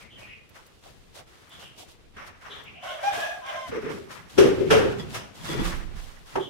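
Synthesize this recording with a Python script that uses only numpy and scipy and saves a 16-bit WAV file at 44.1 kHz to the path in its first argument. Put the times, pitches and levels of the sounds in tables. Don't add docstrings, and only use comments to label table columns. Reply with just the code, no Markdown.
import sys
import numpy as np
from scipy import signal
from scipy.fft import rfft, irfft, next_fast_len
from scipy.io import wavfile
from scipy.ndimage import uniform_filter1d, map_coordinates

SR = 44100
rng = np.random.default_rng(int(sys.argv[2]) if len(sys.argv) > 2 else 0)


def dump_mix(stems):
    frames = np.atleast_2d(stems).T
    limited = np.clip(frames, -1, 1)
    pcm = np.round(limited * 32767).astype(np.int16)
    wavfile.write(sys.argv[1], SR, pcm)


def boost_factor(decibels):
    exponent = np.asarray(decibels, float) / 20
    return 10 ** exponent


N = 286481
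T = np.arange(N) / SR
GRID_S = .002
APART = np.array([[np.pi / 4], [-np.pi / 4]])


def unit(x):
    return x / np.sqrt(np.mean(x ** 2) + 1e-20)


def along(points, hz):
    f, v = np.transpose(points)
    return np.interp(np.log(hz + 1), np.log(f + 1), v)


def shape(spectrum):
    return lambda hz: boost_factor(along(spectrum, hz))


def hump(center_hz, width_hz, order):
    return lambda hz: 1 / (1 + ((hz - center_hz) / width_hz) ** order)


def filtered(x, response):
    m = next_fast_len(N + SR // 2)
    return irfft(rfft(x, m) * response(np.fft.rfftfreq(m, 1 / SR)), m)[..., :N]


def wobble(rate):
    at = np.cumsum(np.broadcast_to(rate, N))[::8] / SR
    knots = rng.standard_normal((2, 8192))
    return np.array([np.interp(T, T[::8], map_coordinates(k, [at], mode="wrap")) for k in knots])


def grains(response, spiky_db, rate):
    contacts = rng.standard_normal((2, N)) * boost_factor(spiky_db * wobble(rate))
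    return unit(filtered(contacts, response))


def partial(phase, rough, flutter_hz):
    rough = np.clip(rough, 0, 1)
    clear = np.sin(phase + .6 * wobble(8) + APART)
    scattered = wobble(flutter_hz) * np.cos(phase) + wobble(flutter_hz) * np.sin(phase)
    return np.sqrt(2 - 2 * rough) * clear + np.sqrt(rough) * scattered


def swells(start, hold, fade, db, rise):
    t = np.arange(0, N / SR, GRID_S)[:, None]
    rising_db = -20 * np.maximum(start - t, 0) / rise
    fading_db = -20 * np.maximum(t - start - hold, 0) / fade
    return boost_factor(2 * (db + rising_db + fading_db)).T


def fine(v):
    return np.interp(T, np.arange(len(v)) * GRID_S, v)


def level(*event):
    return fine(np.sqrt(swells(*event).sum(0)))


# start, hold and fade in seconds, rumble in dB.
FEET = [(.17, 0.066, 0.32, -52), (2.54, 0.19, 0.43, -52.5), (0.87, 0.07, 0.89, -57),
        (1.55, 0.084, 0.2, -53), (2.046, 0.079, 0.74, -58), (3.35, .3, 0.22, -58.5),
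        (3.145, 0.027, 0.18, -45.5), (3.701, 0.062, .2, -41), (3.823, 0.041, 0.51, -38.5),
        (4.157, 0.025, 0.33, -52.5), (4.401, 0.022, 0.28, -25), (4.464, .04, 0.34, -34),
        (4.587, 0.027, .1, -31), (4.657, .02, 0.11, -32.5), (4.708, 0.082, 0.36, -24.5),
        (4.926, 0.14, 0.39, -38.5), (5.151, 0.034, 0.19, -40.5), (5.418, 0.022, 0.3, -37),
        (5.511, 0.07, 0.24, -32), (5.565, 0.075, 0.43, -31.5), (5.83, 0.11, 0.33, -46),
        (6.365, 0.036, 0.2, -43)]
# start, hold and fade in seconds, level in dB.
GUSTS = [
    (.18, .05, 0.55, -70),
    (0.937, .05, 0.28, -55.5),
    (2.03, 0.074, 0.66, -57),
    (3.72, 0.072, 0.55, -69),
    (4.4, .4, .8, -67),
    (5.619, 0.048, 0.49, -35),
    (5.76, 0.3, 0.035, -43.5),
]
# frequency in Hz, density in dB per Hz.
AIR = [(12, -36), (20, -7), (85, 4), (268, -7), (553, -9.5), (889, -15), (2790, -17), (4360, -23.5),
       (10400, -36.5), (15700, -44)]
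# frequency in Hz, density in dB per Hz.
RUMBLE = [(26, -40), (45, -11), (135, 5.5), (188, 3.5), (300, -5), (390, -23), (660, -120)]


def room():
    still_air_db, stirred_db, tread_s, gust_s = -62, -12.5, 0.048, .15
    weight = level(*np.transpose(FEET), tread_s)
    air = np.hypot(boost_factor(still_air_db), boost_factor(stirred_db) * weight)
    air = air * boost_factor(5.5) * grains(shape(AIR), spiky_db=3.0, rate=37)
    gust = np.hypot(level(*np.transpose(GUSTS), gust_s), boost_factor(-75.0))
    push = grains(lambda f: (f > 15) / (1 + (f / 45) ** 4), spiky_db=4.5, rate=2.7)
    rumble = weight * boost_factor(-4.5) * grains(shape(RUMBLE), spiky_db=2.5, rate=23)
    return air + gust * boost_factor(2.5) * push + rumble


# start in seconds, first and last pitch in Hz, level in dB, echo t60 in seconds.
PEEPS = [(0.0, 2353, 2120, -55, 0.28), (.06, 2400, 2140, -61, 0.22), (0.099, 3100, 3030, -54.5, 0.22),
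         (0.144, 3030, 3020, -53, 0.18), (0.166, 2000, 2340, -56, 0.4), (0.212, 2580, 2560, -50, 0.23),
         (0.255, 2244, 1994, -54, 0.28), (0.27, 3050, 2300, -51.5, 0.62), (.295, 2520, 2570, -53, .15),
         (.3, 2750, 2880, -60, 0.28), (.3, 2297, 2154, -55, .3), (0.337, 2600, 2100, -56, 0.3),
         (1.497, 3450, 3250, -53, 0.46), (1.53, 3550, 3090, -57, .3), (1.591, 3050, 2800, -52, 0.6),
         (1.63, 3150, 2700, -53.5, .4), (2.496, 3604, 3296, -45, 0.44), (2.54, 3535, 3140, -52, 0.44),
         (2.651, 2750, 2420, -48, 0.53), (2.74, 2564, 2860, -51, 0.56), (2.801, 2790, 3130, -51, 0.84),
         (2.869, 2790, 3415, -44.5, 0.65), (6.394, 3350, 3232, -45, 0.26), (6.43, 3350, 3222, -48, 0.49)]


def chicks():
    peep_s, direct = 0.053, .45
    trill_hz, slur = 170, .2
    out, t = np.zeros((2, N + SR)), T[:SR // 2]
    for s, first_hz, last_hz, db, t60 in PEEPS:
        part = np.clip(t / peep_s, 0, 1)
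        glide_hz = last_hz - first_hz
        shake = rng.standard_normal(len(t) // 60 + 1).repeat(60)[:len(t)]
        hz = first_hz + glide_hz * part + (trill_hz + slur * abs(glide_hz)) * shake
        phase = 2 * np.pi * np.cumsum(hz) / SR
        peep = np.sin(np.pi * part) ** 0.62 * (np.sin(phase) + boost_factor(-26) * np.sin(2 * phase + 1))
        echoes = rng.standard_normal((2, len(t))) * boost_factor(-60 * t / t60)
        echoes[:, 0] = direct * np.sqrt(t60 * SR / 14)
        heard = signal.fftconvolve(peep[None], echoes, axes=1)[:, :len(t)]
        out[:, round(s * SR):][:, :len(t)] += boost_factor(db) * heard / np.sqrt(np.mean(heard[:, :3500] ** 2))
    return out[:, :N]


def curves(tables):
    s, *cols = np.transpose(np.vstack(tables))
    gate = sum((T >= rows[0][0]) & (T <= rows[-1][0]) for rows in tables)
    gate = uniform_filter1d(np.clip(gate, 0, 1) * 1., size=400)
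    return [np.interp(T, s, c) for c in cols] + [gate]


def crowing(tables, flutter_hz, fall_db, breath_db):
    hz, db, open_db, rough, calling = curves(tables)
    phase = 2 * np.pi * np.cumsum(hz) / SR

    def beak_db(f):
        return 10.0 * np.exp(-((f - 5900) / 500) ** 2) - 14.0 * np.exp(-((f - 4350) / 300) ** 2)

    third_db = db - 13 + 0.63 * open_db
    levels = [db, db - 9 + open_db, third_db]
    for k in range(4, 10):
        levels.append(third_db - fall_db * (k - 3) - 10.8 * rough + beak_db(k * hz))
    stack = 0
    for k, partial_db in enumerate(levels, 1):
        flutter = flutter_hz * (.45 + rough) * k ** .85
        stack = stack + boost_factor(partial_db) * partial(k * phase, rough * (0.87 + 0.15 * k), flutter)
    rasp = grains(hump(3150, 600, 6), spiky_db=1.5, rate=170)
    return calling * (stack + boost_factor(third_db + breath_db + 14.0 * rough) * rasp)


# start, hold and fade in seconds, level in dB, pitch in Hz.
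CROAK = [(2.761, 0.034, 0.084, -55, 710), (2.845, 0.11, 0.29, -42, 632), (3.033, 0.015, 0.08, -33, 635.7),
         (3.13, 0.122, 0.26, -35.5, 661.8), (3.322, 0.029, 0.21, -45.5, 698.6),
         (3.496, 0.025, 0.098, -41, 642), (3.544, .035, .06, -39, 660), (3.61, 0.027, 0.063, -40.5, 645),
         (3.68, .02, 0.052, -46.5, 680)]
# time in seconds, pitch in Hz, effort in dB, beak opening in dB, roughness from 0 to 1.
CROW = [
    [(2.83, 747, -44, -5, 0.68), (2.9, 738, -41, 8.5, 0.88), (3.02, 738, -56, 12, 0.5),
     (3.04, 790, -28.5, -2.5, 0.37), (3.082, 813, -21.5, -8, 0.19), (3.135, 796.4, -34.5, 3, 0.9),
     (3.255, 841, -41, 19.5, 0.67), (3.36, 833, -51, 19, 0.61), (3.418, 810, -56, 10, 0.85),
     (3.5, 800, -40.5, 9, 0.68), (3.56, 806, -50.5, 15, 0.47), (3.7, 761, -57, 13, 0.42)],
]
# time in seconds, pitch in Hz, effort in dB, beak opening in dB, roughness from 0 to 1.
ANSWER = [
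    [(2.83, 1064, -53, -7, 0.83), (2.87, 1086, -48, 5, .7), (2.93, 1070, -40.5, 5, 0.6),
     (2.98, 1020, -53, -4, 0.77)],
    [(3.41, 1034, -54, -5.5, 0.45), (3.44, 1012, -39, -12, 0.56), (3.468, 1094, -40, -4, 0.61),
     (3.5, 1034, -40, 7, 0.87), (3.545, 1017, -49.5, 3, 0.57)],
    [(3.555, 1023, -42, 7, 0.63), (3.575, 1047, -37, -1, .4), (3.62, 1045, -34.5, -6, 0.4),
     (3.64, 1051, -35.5, -3, 0.33), (3.668, 1016, -40, 0, 0.34), (3.69, 1005, -52, 2, 0.43)],
]


def fowl():
    *syllable, hz = np.transpose(CROAK)
    power = swells(*syllable, 0.028) + 1e-20
    total = power.sum(0)
    phase = 2 * np.pi * np.cumsum(fine(hz @ power / total)) / SR
    croak = (T < 3.71) * fine(np.sqrt(total)) * boost_factor(2.5) * partial(phase, 0.88, flutter_hz=172.8)
    crow = crowing(CROW, flutter_hz=70.6, fall_db=3.0, breath_db=-10.0)
    answer = crowing(ANSWER, flutter_hz=49.8, fall_db=3.5, breath_db=-4.5)
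    return croak + crow + answer


# start in seconds, level in dB, pitch in Hz, t60 in seconds.
THUMPS = [(3.695, -39, 252, .08), (3.728, -39, 274, .08), (3.79, -44, 198, 0.066), (3.838, -34, 248, .1),
          (3.872, -34, 300, 0.064), (3.94, -37.5, 190, 0.11), (4.386, -18.5, 545, .12),
          (4.387, -28, 1230, .12), (4.46, -30, 483.5, .12), (4.625, -37, 580, 0.084),
          (4.712, -23, 279, 0.14), (4.713, -19, 540, 0.086), (4.8, -28, 295.4, .15), (4.733, -17, 559, 0.1),
          (4.79, -20.5, 515, 0.13), (4.86, -25.5, 530, .12), (5.548, -24, 418, 0.047),
          (5.592, -18.5, 220.3, 0.039), (5.6, -27.5, 190.2, .15), (5.655, -29, 180, .1),
          (5.617, -29, 300, .05), (6.36, -25, 950, 0.066), (6.378, -26.5, 857, 0.068),
          (6.396, -31, 870, 0.058)]


def thumps():
    out, t = np.zeros((2, N + SR)), T[:SR // 4]
    for s, db, hz, t60 in THUMPS:
        turn = rng.uniform(0, 2 * np.pi)
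        note = np.sin(2 * np.pi * hz * t + turn + np.sign(np.cos(turn)) * APART)
        out[:, round(s * SR):][:, :len(t)] += boost_factor(db + 5 - 60 * t / t60) * (1 - np.exp(-t / 0.002)) * note
    return out[:, :N]


# start and fade in seconds, drumming in dB, drum pitch in Hz, left over right in dB.
JOLTS = [(2.5, .4, -50, 421, 0), (3.17, 0.1, -42.5, 475.2, -3), (3.724, .05, -30.5, 433, 1),
         (3.754, 0.095, -30, 442, -6.5), (3.775, .06, -32.5, 441.4, 3), (3.83, 0.095, -34.5, 410, 8),
         (3.866, 0.069, -30, 432.6, -3), (3.89, 0.11, -33, 455, 2), (3.93, 0.27, -39, 376, 2),
         (3.985, 0.087, -38, 405, 5), (4.01, 0.032, -38, 402.3, -4), (4.386, 0.1, -10, 376.6, 10),
         (4.405, 0.081, -13, 385, 0), (4.457, .1, -16.5, 390.7, 1), (4.505, 0.073, -20, 386, 3),
         (4.582, 0.095, -22, 380, 4), (4.606, 0.071, -18.5, 392.1, 1), (4.642, .04, -33, 390, -1),
         (4.662, 0.071, -22.5, 377.8, 6.5), (4.711, 0.12, -14.5, 453.3, -2.5),
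         (4.754, 0.18, -17.5, 426.8, 2.5), (4.829, 0.124, -21, 415, -3), (4.93, .12, -35.5, 354.4, -12),
         (5.03, .08, -41.5, 341, -6), (5.15, 0.13, -45, 361, -3), (5.49, 0.39, -35, 336.3, -0.5),
         (5.594, 0.073, -30.5, 324.7, 0), (5.67, 0.2, -44.5, 340, -3), (6.36, 0.047, -24.5, 399.4, -4.5),
         (6.378, 0.048, -27.5, 396, -1), (6.405, 0.049, -30, 372.5, -2), (6.468, 0.039, -38.5, 368, -3)]


def tile():
    s, fade, db, hz, pan_db = np.transpose(JOLTS)
    still_db, still_hz = -61, 421.2
    power, still = swells(s, .012, fade, db, .008), boost_factor(2 * still_db)
    total = power.sum(0) + still
    drum_hz = fine((hz @ power + still_hz * still) / total)
    note = partial(2 * np.pi * np.cumsum(drum_hz) / SR, .4, flutter_hz=90)
    thud = grains(hump(400, 150, 4), spiky_db=3.5, rate=42)
    side = boost_factor(np.outer([.5, -.5], fine(pan_db @ power / total)) - 2.0)
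    return fine(np.sqrt(total)) * side * (fine(1 - still / total) * note + boost_factor(-3) * thud)


# start in seconds, peak in dB, treble in dB, t60 in seconds, hollow boom in dB.
KNOCKS = [
    (2.168, -34, -29, 0.47, -62),
    (4.382, -10.5, -14.5, 0.63, -8.5),
    (4.457, -23.5, -15, 0.56, -1),
    (4.707, -6.5, -19, 0.66, -9),
    (5.144, -26.5, -9.5, 0.72, -4),
    (6.356, -17, -25.5, 0.28, 4),
]
# frequency in Hz, density in dB per Hz.
BLOW = [(290, -33.5), (500, 15.5), (749, -17.5), (841, -20.5), (1170, -11.5), (1810, -20.5), (3170, -19.5),
        (4230, -29.5), (9500, -33.5), (15700, -47.5)]
# frequency in Hz, share of the t60.
DAMPING = [(600, 1.075), (3000, 0.77), (6000, 0.62), (14000, 0.61)]


def knocks():
    out = np.zeros((2, N + SR))
    pan = boost_factor(0.8 * np.array([[.5], [-.5]]))
    for s, db, treble_db, t60, hollow_db in KNOCKS:
        hz, t, z = signal.stft(rng.standard_normal((2, SR)), SR, nperseg=128)
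        tilt = np.clip(np.log2(hz / 1500 + 1e-9) / 1.9, 0, 1)
        colour_db = along(BLOW, hz) + (treble_db + 13.5) * tilt
        colour_db += hollow_db * np.exp(-((hz - 880) / 300) ** 2)
        colour_db += 7.7 * np.exp(-((hz - 5700) / 800) ** 2)
        fading_db = -60 * t / (t60 * along(DAMPING, hz)[:, None])
        direct = boost_factor(-60 * t / 0.045)
        z = z * boost_factor(colour_db)[:, None] * (boost_factor(fading_db) + 1.48 * direct)
        burst = signal.istft(z, SR, nperseg=128)[1][:, :SR]
        rise_s = .014 * t60
        burst = burst / np.sqrt(np.mean(burst[:, :900] ** 2)) * (1 - np.exp(-(T[:SR] / rise_s) ** 2))
        out[:, round((s - .75 * rise_s) * SR):][:, :SR] += boost_factor(db - 6.0) * pan * burst
    return out[:, :N]


# start in seconds, peak in dB.
TICKS = [
    (0.4918, -55),
    (0.6647, -53),
    (1.038, -72),
    (1.494, -56),
    (2.6374, -54),
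]


def ticks():
    out, t = np.zeros((2, N)), T[:900]
    for s, db in TICKS:
        out[:, round(s * SR):][:, :900] += boost_factor(db + 3.5 - 60 * t / 0.06) * rng.standard_normal((2, 900))
    return filtered(out, lambda hz: hz / (hz + 2500))


# frequency in Hz, width in Hz, level in dB.
BLADE = [(965, 34, 3.5), (1950, 43, -1.5), (2400, 98, -16), (3350, 33, 4.5), (3514, 36, -2),
         (4950, 70, -8.5), (6050, 60, -14), (7300, 78, -20)]
# start, hold and fade in seconds, level in dB.
RATTLE = [
    (4.998, 0.0049, 0.043, -40),
    (5.412, 0.014, .05, -54),
    (5.482, 0.065, 0.039, -41.5),
    (5.588, 0.026, 0.11, -43.5),
]


def blade():
    def modes(f):
        total = 0
        for k, (c, w, db) in enumerate(BLADE):
            total = total + (-1) ** k * boost_factor(db) * 1j * f * w / (c * c - f * f + 1j * f * w)
        return total

    return level(*np.transpose(RATTLE), 0.0079) * boost_factor(4.5) * grains(modes, spiky_db=-0.5, rate=81)


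# start, hold and
# fade in seconds, grit in dB, drag in dB.
STROKES = [(0.0, 0.031, 0.03, -58, -52.5), (0.194, 0.016, 0.14, -57.5, -53.5),
           (0.555, 0.014, 0.13, -58.5, -51.5), (0.63, 0.47, 0.22, -70, -77), (0.84, 0.039, 0.15, -59.5, -60),
           (1.157, 0.035, 0.046, -52, -52.5), (1.274, 0.16, 0.51, -64.5, -59.5),
           (1.519, .04, 0.17, -60.5, -55), (1.603, 0.027, 0.11, -54.5, -53),
           (1.786, 0.033, 0.06, -50.5, -56), (1.891, 0.027, 0.056, -58, -67),
           (1.963, 0.021, 0.075, -81, -84),
           (2.182, 0.05, 0.15, -64, -43.5), (2.269, 0.012, 0.037, -55, -62),
          (2.42, 0.18, 0.15, -62.5, -46.5), (2.84, 0.07, 0.28, -53.5, -42.5),
          (3.032, 0.056, 0.15, -49.5, -41.5), (3.134, 0.077, 0.22, -44.5, -37.5),
          (3.466, 0.072, 0.13, -55.5, -40), (3.56, 0.09, .1, -60, -58), (3.68, 0.014, 0.03, -51.5, -42.5),
          (3.724, 0.046, 0.084, -60.5, -40), (3.825, 0.034, 0.087, -63, -41.5),
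          (3.88, 0.038, 0.1, -68, -46), (3.905, 0.025, 0.21, -53.5, -48.5), (4.11, 0.02, 0.16, -51, -43),
          (4.3, 0.11, 0.11, -55.5, -59.5), (4.99, 0.022, 0.088, -53.5, -63),
          (5.105, 0.039, 0.068, -51.5, -55), (5.15, 0.018, 0.048, -42, -36.5),
          (5.356, 0.078, 0.14, -54.5, -54.5), (5.45, 0.076, 0.097, -44, -40),
          (5.53, 0.024, 0.082, -55, -41), (5.6, 0.05, 0.089, -48.5, -37.5), (5.65, 0.012, 0.18, -40.5, -36),
          (5.967, 0.063, 0.39, -55, -51), (6.27, 0.098, 0.13, -56.5, -51), (6.399, 0.033, .2, -59, -57)]
# start in seconds, level in dB.
SLAPS = [
    (.19, -56),
    (.86, -54.5),
    (1.17, -51),
    (1.6, -56.5),
    (1.79, -53),
]
# frequency in Hz, density in dB per Hz.
GRIT = [(180, -36), (300, -8), (811, -9.5), (1010, -12.5), (1600, -23.5), (2900, -9.5), (3430, -9),
        (3850, -10), (10800, -19.5), (15700, -27.5)]
# frequency in Hz, density in dB per Hz.
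DRAG = [(290, -71), (500, -10), (665, -13), (852, -10), (1140, -6.5), (2060, -10), (2980, -18.5),
        (4500, -35), (5850, -24), (9900, -120)]


def trowel():
    start, hold, fade, grit_db, drag_db = np.transpose(np.array(STROKES))
    touch_s, rest_db = 0.029, -68.5
    rub = np.hypot(level(start, hold, fade, grit_db + 4.5, touch_s), boost_factor(rest_db))
    grit = rub * grains(shape(GRIT), spiky_db=2.0, rate=780)
    pull = level(start, hold, 1.42 * fade, drag_db + 1.0, touch_s)
    drag = pull * grains(shape(DRAG), spiky_db=3.0, rate=41)
    s, db = np.transpose(SLAPS)
    slap = level(s, .035, 0.065, db, touch_s)
    heap = slap * boost_factor(0.5) * grains(hump(620, 200, 4), spiky_db=5.0, rate=82)
    return grit + drag + heap


def scene():
    return room() + chicks() + fowl() + thumps() + tile() + knocks() + ticks() + blade() + trowel()


def roll_off(x):
    return signal.sosfilt(signal.butter(12, 15890, fs=SR, output="sos"), x)


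def record(dry):
    held = dry / (1 + np.abs(dry / .85) ** 4) ** (1 / 4)
    mix = filtered(held, lambda hz: hz < 15850)
    return roll_off(mix)


dry = scene()
out = record(dry)
dump_mix(out)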